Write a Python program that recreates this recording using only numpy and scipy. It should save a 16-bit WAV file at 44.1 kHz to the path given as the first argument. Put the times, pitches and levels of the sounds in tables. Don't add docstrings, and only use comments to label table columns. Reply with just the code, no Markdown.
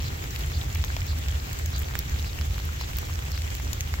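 import sys
import numpy as np
from scipy import signal
from scipy.fft import rfft, irfft
from scipy.io import wavfile
from scipy.ndimage import uniform_filter1d

SR = 44100
rng = np.random.default_rng(int(sys.argv[2]) if len(sys.argv) > 2 else 0)


def persist_wave(psi):
    counts = np.round(np.clip(psi, -1, 1) * 32767).astype(np.int16)
    wavfile.write(sys.argv[1], SR, np.atleast_2d(counts).T)


N = 176400
MIC_LAG_S = 0.00025


def amp(db):
    return 10 ** (np.asarray(db) / 20)


def unit_rms(x):
    return x / np.sqrt(np.mean(x ** 2) + 1e-20)


def curve_at(points, hz):
    points_hz, value = np.transpose(points)
    return np.interp(np.log(hz + 1), np.log(points_hz + 1), value)


def add(mix, start_s, sound):
    part = mix[max(round(start_s * SR), 0):][:len(sound)]
    part += sound[:len(part)]


def coloured(x, points):
    return irfft(rfft(x) * amp(curve_at(points, np.fft.rfftfreq(N, 1 / SR))), N)


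def ring(t, hz, cycles):
    return np.sin(2 * np.pi * hz * t) * np.exp(-t * hz / cycles)


def echoes(x, decay_s):
    t = np.arange(SR // 5) / SR
    tail = rng.standard_normal((2, len(t))) * np.exp(-t / decay_s)
    return signal.fftconvolve(x, tail / np.linalg.norm(tail[0]), axes=1)[:, :N]


def rumble(level_db=-28.5):
    # frequency in Hz, relative density in dB.
    spectrum = [(15, -26), (26, -34), (37, -14), (47, -5.5), (60, -2), (76, 3.6), (86, -3.5), (98, -8.5),
                (115, -11.5), (142, -12), (175, -24), (260, -29.5), (600, -62)]
    # time in seconds, level offset in dB.
    drift = [(0, 0.5), (.25, -0.5), (.6, 2), (1.5, 0.5), (2.6, 1.1), (3.5, -2), (4, 0.5)]
    gain = amp(level_db + np.interp(np.arange(N) / SR, *np.transpose(drift)))
    return gain * unit_rms(coloured(rng.standard_normal(N), spectrum)) * amp([[-.35], [.35]])


def hiss(level_db=-38, patch_db=1.28, flicker_db=1.07):
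    # frequency in Hz, relative density in dB.
    spectrum = [(60, 11.5), (170, 2), (280, 6.5), (450, 5.5), (620, 1.5), (780, 4), (930, -0.5), (1250, 2),
                (1550, 1.5), (2000, 2.5), (3200, -0.5), (4600, -4.5), (7200, -2.5), (15500, -16.5)]
    # frequency in Hz, left-right correlation from -1 to 1.
    correlation = [(150, 0), (300, 0), (600, -0.59), (1400, -0.61), (2800, -0.05), (6000, -0.09),
                   (14000, 0)]
    # frequency in Hz, left over right in dB.
    balance = [(150, -4.5), (350, -3.5), (700, -3), (1400, 0.5), (3000, 0.9), (6000, 2), (10000, 1.5),
               (14000, -0.5)]
    frames, hz = N // 256 + 5, np.fft.rfftfreq(1024, 1 / SR)
    left_re, left_im, other_re, other_im, patches = rng.standard_normal((5, frames, 513))
    patches = unit_rms(uniform_filter1d(uniform_filter1d(patches, size=8, axis=0), size=14, axis=1))
    flicker = unit_rms(uniform_filter1d(rng.standard_normal(frames), size=3))[:, None]
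    shared = np.clip(curve_at(correlation, hz), -1, 1)
    left = left_re + 1j * left_im
    right = shared * left + np.sqrt(1 - shared ** 2) * (other_re + 1j * other_im)
    lean = amp(curve_at(balance, hz) / 2)
    gain = amp(curve_at(spectrum, hz) + patch_db * patches + flicker_db * flicker)
    bins = np.array([left * lean, right / lean]) * gain
    _, wash = signal.istft(bins.transpose(0, 2, 1), nperseg=1024, noverlap=768)
    return amp(level_db) * unit_rms(wash[:, :N])


def patter(level_db=-46.5, rate_per_s=420, spread_db=5.5, low_hz=1200, high_hz=11200, pitches=24):
    size = amp(spread_db * np.minimum(rng.exponential(1, N), 3.5))
    hits = size * (rng.random(N) < rate_per_s / SR)
    pitch_index = rng.integers(0, pitches, N)
    pan_rad = rng.random(N) * np.pi / 2
    t, out = np.arange(SR // 100) / SR, np.zeros((2, N))
    for k, hz in enumerate(np.geomspace(low_hz, high_hz, pitches)):
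        grain = unit_rms(ring(t, hz, cycles=1))
        for channel, share in enumerate((np.cos(pan_rad), np.sin(pan_rad))):
            lag_s = MIC_LAG_S * ((k + channel) % 2)
            add(out[channel], lag_s, signal.oaconvolve(hits * share * (pitch_index == k), grain))
    return amp(level_db) * unit_rms(out)


def bird():
    # start in seconds, level in dB.
    calls = [(0.034, -36), (.522, -36), (1.069, -37), (1.724, -35.5), (2.246, -38.5), (2.791, -35.5),
             (3.317, -36.5)]
    # delay and length in seconds, start and end pitch in Hz, level offset in dB,
    # roughness as a share of the pitch.
    notes = [(-.003, 0.013, 5440, 5380, -5, 0.028), (.006, 0.019, 3980, 4040, -5.5, 0.126),
             (0.018, 0.021, 4800, 4480, -3.5, 0.106), (0.037, 0.0226, 3965, 4170, -5.5, 0.134)]
    out = np.zeros(N)
    for start_s, call_db in calls:
        for delay_s, length_s, start_hz, end_hz, note_db, roughness in notes:
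            progress = np.arange(0, 1, 1 / (length_s * SR))
            waver = unit_rms(uniform_filter1d(rng.standard_normal(SR // 10), size=45))[:len(progress)]
            hz = (start_hz + (end_hz - start_hz) * progress) * (1 + roughness * waver)
            envelope = amp(call_db + note_db) * np.sin(np.pi * progress)
            add(out, start_s + delay_s, envelope * np.sin(2 * np.pi * np.cumsum(hz) / SR))
    return out + echoes(out[None], decay_s=0.01)


def whistle(level_db=-52):
    # time in seconds, pitch in Hz.
    contour = [(2.961, 5350), (2.99, 5700), (3.02, 5860), (3.06, 5660), (3.12, 5230)]
    times_s, hz = np.transpose(contour)
    t, out = np.arange(times_s[0], times_s[-1], 1 / SR), np.zeros(N)
    tone = np.sin(2 * np.pi * np.cumsum(np.interp(t, times_s, hz)) / SR)
    add(out, times_s[0], amp(level_db) * signal.windows.tukey(len(t)) * tone)
    return out


def scuff():
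    # time in seconds, level in dB.
    levels = [(.1, -64), (.25, -45), (.36, -58), (.48, -50.5), (.7, -66)]
    # frequency in Hz, relative density in dB.
    spectrum = [(100, -32), (220, -6), (400, -4), (600, -14), (1500, -34)]
    times_s, db = np.transpose(levels)
    envelope = np.interp(np.arange(N) / SR, times_s, amp(db), left=0, right=0)
    return envelope * unit_rms(coloured(rng.standard_normal(N), spectrum))


def drips(rise_s=0.00052, decay_s=0.0013):
    # start in seconds, pitch in Hz, gain in dB.
    drops = [(.436, 3030, -23), (.902, 1650, -19), (0.942, 1400, -33), (1.017, 2200, -20),
             (1.3068, 3240, -25), (2.551, 4050, -34), (2.69, 1380, -22.5), (3.097, 1160, -25.5),
             (3.263, 2640, -27), (3.570, 2900, -28)]
    t, out = np.arange(SR // 30) / SR, np.zeros((2, N))
    envelope = np.minimum(t / rise_s, 1) * np.exp(-t / decay_s)
    for start_s, hz, db in drops:
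        plink = amp(db) * envelope * np.sin(2 * np.pi * hz * t)
        add(out[0], start_s, plink)
        add(out[1], start_s + MIC_LAG_S, plink)
    return out


def shell_ticks(snap_decay_s=0.0013):
    # start in seconds, knock in Hz and dB, ping in Hz and dB, crack in dB, snap in dB,
    # left over right in dB, lead of the left microphone in ms.
    touches = [ (0.2404, 2050, -22.5, 5000, -34, -29, -32, -7, -.1),
               (.3078, 3000, -36, 6300, -28, -31, -38, 8, .2),
               (.3610, 2860, -13.5, 4500, -38, -13, -37, 4, .45),
               (0.409, 3400, -29, 6040, -32, -23, -40, -4, -.1),
               (0.6134, 3200, -22, 3800, -20.5, -24, -44, -2, .05),
               (0.7505, 700, -39, 6000, -25, -32, -27, 6, .05),
               (0.7563, 2390, -18.5, 3340, -30, -26, -44, 1, .05),
               (0.8401, 1160, -21, 3600, -20, -14.5, -36, 10.5, -.15),
               (.8474, 3800, -30, 6450, -22, -29, -31, 4, .2),
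               (0.9665, 684, -20.5, 3330, -29, -10, -48, 2.5, .35),
               (1.0661, 3340, -27, 5960, -34, -22, -28, 4, .05),
               (1.1863, 2500, -35, 5500, -31, -29, -30, -1, .1),
               (1.2851, 3000, -21, 7200, -28, -13.5, -43, -2, -.15),
               (1.5307, 2500, -36, 6500, -28, -27, -27.5, 0, .25),
               (1.589, 3000, -33, 7200, -21.5, -28, -38, 7, .1),
               (1.6600, 3440, -19, 6800, -22.5, -25, -29.5, 7, .15),
               (1.7622, 2710, -27, 6560, -23, -19, -39, 0, -.1),
               (1.7815, 3010, -32, 7000, -24, -22, -33, 5, .1),
               (1.793, 3000, -38, 14000, -23, -35, -28, 7, .15),
               (1.8188, 2050, -25, 3910, -46, -33, -35, 5, .05),
               (1.9540, 1680, -13.5, 7700, -19.5, -21, -31, -9, -.12),
               (1.9902, 6500, -21, 5750, -17, -30, -19, -5, -.2),
               (2.0961, 1200, -37, 6100, -25, -41, -38, 6, .02),
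               (2.196, 3370, -23, 3950, -27, -20, -35, 0, .02),
               (2.245, 1060, -43, 2700, -28, -29, -40, 4, .05),
               (2.3889, 1400, -39, 2800, -27, -30, -38, 13, .05),
               (2.4123, 1350, -24, 4900, -31, -17.5, -35, -1, .02),
               (2.581, 1300, -24.5, 3000, -36, -22, -34, 2, .05),
               (2.8034, 3100, -30, 4200, -35, -23, -42, -3, .2),
               (2.8115, 920, -23, 3010, -26, -16, -42, 5, .2),
               (2.969, 3000, -39, 15100, -22, -29, -28, 0, .05),
               (2.9861, 3030, -42, 7450, -28, -16.5, -25, 3, .02),
               (3.3184, 1020, -46, 5000, -29, -21, -37, 7, .05),
               (3.3773, 1390, -26.5, 2800, -35, -15, -39, 8, .05),
               (3.42, 2050, -25.5, 6900, -32, -15, -39, 2, .1),
               (3.5513, 3000, -35, 7000, -33, -17, -27.5, -8, -.05),
               (3.5992, 890, -29, 2110, -36, -24, -38, 0, .05),
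               (3.7320, 2980, -24, 7100, -14, -14, -25, 7, .3),
               (3.8078, 1930, -21, 6600, -14, -14, -28, 0, -.08),
               (3.94, 1090, -21, 2180, -29, -15, -40, -8, -.14)]
    t, out = np.arange(SR // 50) / SR, np.zeros((2, N))
    crack = ring(t, hz=4800, cycles=0.57)
    for start_s, knock_hz, knock_db, ping_hz, ping_db, crack_db, snap_db, pan_db, lead_ms in touches:
        knock = amp(knock_db) * ring(t, knock_hz, cycles=0.76)
        ping = amp(ping_db) * ring(t, ping_hz, cycles=4.1)
        grit = signal.lfilter([1, -1], [1, -.4], rng.standard_normal(len(t)))
        snap = amp(snap_db) * unit_rms(grit) * np.exp(-t / snap_decay_s)
        tick = knock - ping - amp(crack_db) * crack + snap
        lead_s = lead_ms / 1000
        add(out[0], start_s - lead_s / 2, tick * amp(pan_db / 2))
        add(out[1], start_s + lead_s / 2, tick * amp(-pan_db / 2))
    return out


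def scene(scatter_db=-7):
    near = shell_ticks() + drips() + patter()
    scatter = amp(scatter_db) * echoes(near, decay_s=0.0035)
    return near + scatter + bird() + whistle() + hiss() + rumble() + scuff()


def record(dry, cutoff_hz=15900):
    # frequency in Hz, gain in dB.
    mic_response = [(7300, -1), (8000, -4), (8700, -12.5), (9500, -9), (10500, -6.5), (12000, 0.5),
                    (14000, 4.5), (15500, 8)]
    low_pass = signal.firwin(511, cutoff_hz, window=("kaiser", 9), fs=SR)
    return signal.oaconvolve(coloured(dry, mic_response), low_pass[None], "same")


dry = scene()
out = record(dry)
persist_wave(out)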